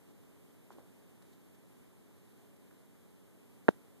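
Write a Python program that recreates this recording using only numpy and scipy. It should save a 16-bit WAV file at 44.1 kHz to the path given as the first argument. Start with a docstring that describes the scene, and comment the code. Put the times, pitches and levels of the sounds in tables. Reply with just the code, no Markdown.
"""A very quiet carpeted room where a cat and a dog rest, heard by a hand-held camera with two mic ports.
From the start the ports hiss, the camera's motor hums and an appliance drones far off. Faint rustles and
dull ticks dot the first three seconds; the cat's fur crackles near 1.3 s and 2.3 s. At 3.7 s one short
knock rings the camera's case. Each channel is one port minus the delayed other, which widens the sound."""
import sys
import numpy as np
from scipy import signal
from scipy.fft import rfft, irfft
from scipy.io import wavfile

SR = 44100
rng = np.random.default_rng(int(sys.argv[2]) if len(sys.argv) > 2 else 0)


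def transcribe(signal):
    """Save signal, clipped to [-1, 1], as a 16-bit WAV file at the path in sys.argv[1]."""
    frames = np.atleast_2d(signal).T
    limited = np.clip(frames, -1, 1)
    pcm = np.round(limited * 32767).astype(np.int16)
    wavfile.write(sys.argv[1], SR, pcm)


N = 176400

# a hard touch, the soft blow, a faint rattle as the case settles (time [s], strength [dB], corner [Hz])
KNOCK_CONTACTS = [(3.6839, 27, 15000), (3.688, 45, 517), (3.7036, 12, 300), (3.7083, 9, 300),
                  (3.7114, 2, 596)]
# ringing modes of the camera's case (pitch [Hz], width [Hz], gain [dB])
CASE_MODES = [(197, 60, -4.5), (290, 394, 3.5), (1514, 197, -5), (1745, 500, -0.5), (2610, 120, 3.5),
              (4300, 610, 1)]
def knock():
    """Contacts ring the well-damped case; the soft ones reach only its low modes."""
    force = sum(undb(db) * impulse(at) / (1 + 1j * freqs() / hz) ** 2 for at, db, hz in KNOCK_CONTACTS)
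    case = sum(undb(db) * resonance(hz, width) for hz, width, db in CASE_MODES)
    tone = slope(2300, "high", order=1) * slope(1282, "low", order=4)
    return irfft(-force * case * tone, N)


def knock_grit():
    """A few milliseconds of broadband crackle that grows with each contact's strength, different at each port."""
    bursts = sum(undb(db / 2 - 69.5) * fade(at, decay_s=0.0044) for at, db, _ in KNOCK_CONTACTS)
    return bursts * np.array([noise(slope(8950, "low", order=1)) for _ in range(2)])


def knock_tail():
    """The carpeted room gives the blow a short, dark tail."""
    blow_at = KNOCK_CONTACTS[1][0]
    return undb(-48) * fade(blow_at, decay_s=0.0071) * noise(resonance(445, width_hz=445))


# faint ticks in the room (time [s], strength [dB], pitch [Hz], width [Hz])
ROOM_TICKS = [(0.705, -15, 880, 380), (.7125, -23, 950, 250), (.7208, -31, 1400, 800),
              (.7853, -12, 350, 230), (.7955, -27, 700, 400), (1.2165, -30, 1100, 1000),
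              (1.2246, -30.5, 1800, 1200), (2.7118, -29, 1700, 1200)]
def ticks():
    """Small dull ticks, each with a short scatter of reflections and a low ring of the room."""
    out = 0
    for at, db, hz, width_hz in ROOM_TICKS:
        reflections = undb(-40) * fade(at, decay_s=0.022) * rng.standard_normal(N)
        tick = filt(irfft(impulse(at), N) + reflections, resonance(hz, width_hz))
        tail = undb(-28.5) * fade(at, decay_s=0.064) * rng.standard_normal(N)
        low_ring = filt(tail, resonance(374, width_hz=74))
        out = out + undb(db) * (low_ring - tick)
    return filt(out, slope(1200, "low", order=2))


# handling noise, probably fingers shifting (time [s], spread [s], rub level [dB], hiss level [dB])
HAND_RUSTLES = [(0.1, 0.015, -58, -71.5), (0.142, 0.0061, -62, -81), (0.726, 0.012, -59, -66.5),
                (0.757, 0.0072, -57.5, -82), (0.791, 0.012, -55.5, -72), (1.226, .004, -67, -66.5),
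                (1.549, 0.0071, -66, -71), (2.375, 0.0093, -68, -76), (2.565, 0.0035, -65, -69)]
def rustles():
    """Brief swells of low rubbing and fine hiss from the hand on the case."""
    rub = noise(resonance(280, width_hz=290) ** 2)
    hiss = noise(resonance(2820, width_hz=8000))
    return sum(swell(at, spread_s) * (undb(rub_db) * rub + undb(hiss_db) * hiss)
               for at, spread_s, rub_db, hiss_db in HAND_RUSTLES)


# the cat nuzzles and grooms (time [s], spread [s], level [dB])
FUR_STROKES = [(1.314, 0.062, -79.5), (2.29, 0.16, -89.5)]
def fur():
    """A fine, grainy crackle of fur that swells while the cat moves."""
    strokes = sum(undb(db) * swell(at, spread_s) for at, spread_s, db in FUR_STROKES)
    return strokes * flutter(depth_db=4, rate_hz=34) * noise(resonance(3420, width_hz=4800))


# partials of the motor's hum (harmonic [number], rms level [dB])
MOTOR_HARMONICS = [(1, -76.5), (2, -69), (3, -71), (4, -74.5), (5, -76.5), (6, -81.5), (7, -85), (9, -86),
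                   (10, -87), (11, -86), (12, -93.5)]
def motor():
    """The camera's small motor hums through the case."""
    phase = turning(hz=92.7, wobble=0.00079)
    return np.sqrt(2) * sum(undb(db) * np.sin(round(k) * phase + 2 * np.pi * rng.random())
                            for k, db in MOTOR_HARMONICS)


# noise floor of each port (frequency [Hz], level [dB per Hz])
PORT_SPECTRUM = [(20, -107), (50, -103.5), (95, -91), (160, -90), (300, -91.5), (500, -98), (750, -103.5),
                 (1050, -107), (1500, -109.5), (2500, -110), (3600, -114), (4200, -115.8), (4500, -114),
                 (5600, -115.9), (7800, -112.3), (14000, -110.4)]
def port_hiss():
    """Each port has its own bed of hiss; the two levels waver slightly together."""
    hiss = np.array([noise_bed(PORT_SPECTRUM) for _ in range(2)])
    return hiss * flutter(depth_db=-0.48, rate_hz=4.6)


# murmur of the room (frequency [Hz], level [dB per Hz])
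ROOM_SPECTRUM = [(40, -118), (120, -103), (230, -95), (420, -102), (800, -112), (1600, -120), (4000, -135)]
def room_tone():
    """A low, steady murmur under everything."""
    return noise_bed(ROOM_SPECTRUM)


# tones of the appliance (pitch [Hz], rms level [dB])
DRONE_TONES = [(120, -87.5), (224, -77), (246, -76.5), (323, -81.5), (414.5, -78)]
def appliance():
    """A distant appliance drones, each tone drifting a little in pitch."""
    return np.sqrt(2) * sum(undb(db) * np.sin(turning(hz, wobble=0.00495)) for hz, db in DRONE_TONES)


def undb(db):
    """Decibels to gain."""
    return 10 ** (np.asarray(db) / 20)


def freqs():
    """Frequency of every spectral bin, kept above zero."""
    return np.maximum(np.arange(N // 2 + 1) * SR / N, 1e-3)


def filt(x, response):
    """Pass a sound through a frequency response."""
    return irfft(rfft(x) * response, N)


def resonance(hz, width_hz):
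    """Response of one damped mode, gain 1 at its centre."""
    f = freqs()
    return 1 / (1 + 1j * (f / hz - hz / f) * hz / width_hz)


def slope(hz, kind, order):
    """Response of a low-pass or high-pass."""
    return signal.freqs(*signal.butter(order, 1, kind, analog=True), freqs() / hz)[1]


def noise(response):
    """Noise of rms 1 with the given colour."""
    x = filt(rng.standard_normal(N), response)
    return x / x.std()


def noise_bed(points):
    """Steady noise shaped by points of (frequency [Hz], level [dB per Hz])."""
    hz, db = np.array(points).T
    colour = undb(np.interp(np.log(freqs()), np.log(hz), db))
    return filt(rng.standard_normal(N), colour * np.sqrt(SR / 2))


def drift(rate_hz):
    """Smooth random modulation of rms 1."""
    return noise(slope(rate_hz, "low", order=2))


def flutter(depth_db, rate_hz):
    """Gain that wavers at random around 1."""
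    return undb(depth_db * drift(rate_hz))


def impulse(at):
    """Spectrum of a unit push at a given time."""
    return np.exp(-2j * np.pi * freqs() * at)


def fade(at, decay_s):
    """Instant attack and exponential decay."""
    age = np.arange(N) / SR - at
    return (age >= 0) * np.exp(-np.abs(age) / decay_s)


def swell(at, spread_s):
    """Bell-shaped envelope that peaks at a given time."""
    age = np.arange(N) / SR - at
    return np.exp(-(age / spread_s) ** 2 / 2)


def turning(hz, wobble):
    """Phase of a slightly unsteady rotation."""
    speed_hz = hz * (1 + wobble * drift(rate_hz=2.16))
    return 2 * np.pi * (np.cumsum(speed_hz) / SR + rng.random())


def scene():
    """Airborne sound reaches both ports alike, sound in the case the right; each has its hiss and grit."""
    airborne = port_hiss() + room_tone() + appliance() + ticks() + fur() + knock_tail()
    in_case = motor() + rustles() + knock()
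    return airborne + np.array([np.zeros(N), in_case]) + knock_grit()


def record(dry):
    """The ports soft-clip; each loses the delayed other, mostly below the crossover; the top is cut."""
    ceiling_db, lag_s, balance_db = -5.5, 0.00038, -0.45
    crossover_hz, top_hz = 4200, 13950
    ports = dry / (1 + (dry / undb(ceiling_db)) ** 8) ** (1 / 8)
    crossfeed = np.interp(freqs() - crossover_hz, [-100, 100], [0.99, 0.21])
    wide = ports - filt(ports[::-1], crossfeed * impulse(lag_s))
    balance = undb(np.array([[balance_db], [-balance_db]]) / 2)
    high_cut = np.interp(freqs() - top_hz, [-50, 50], [1, 0])
    return filt(wide * balance, high_cut)


dry = scene()
out = record(dry)
transcribe(out)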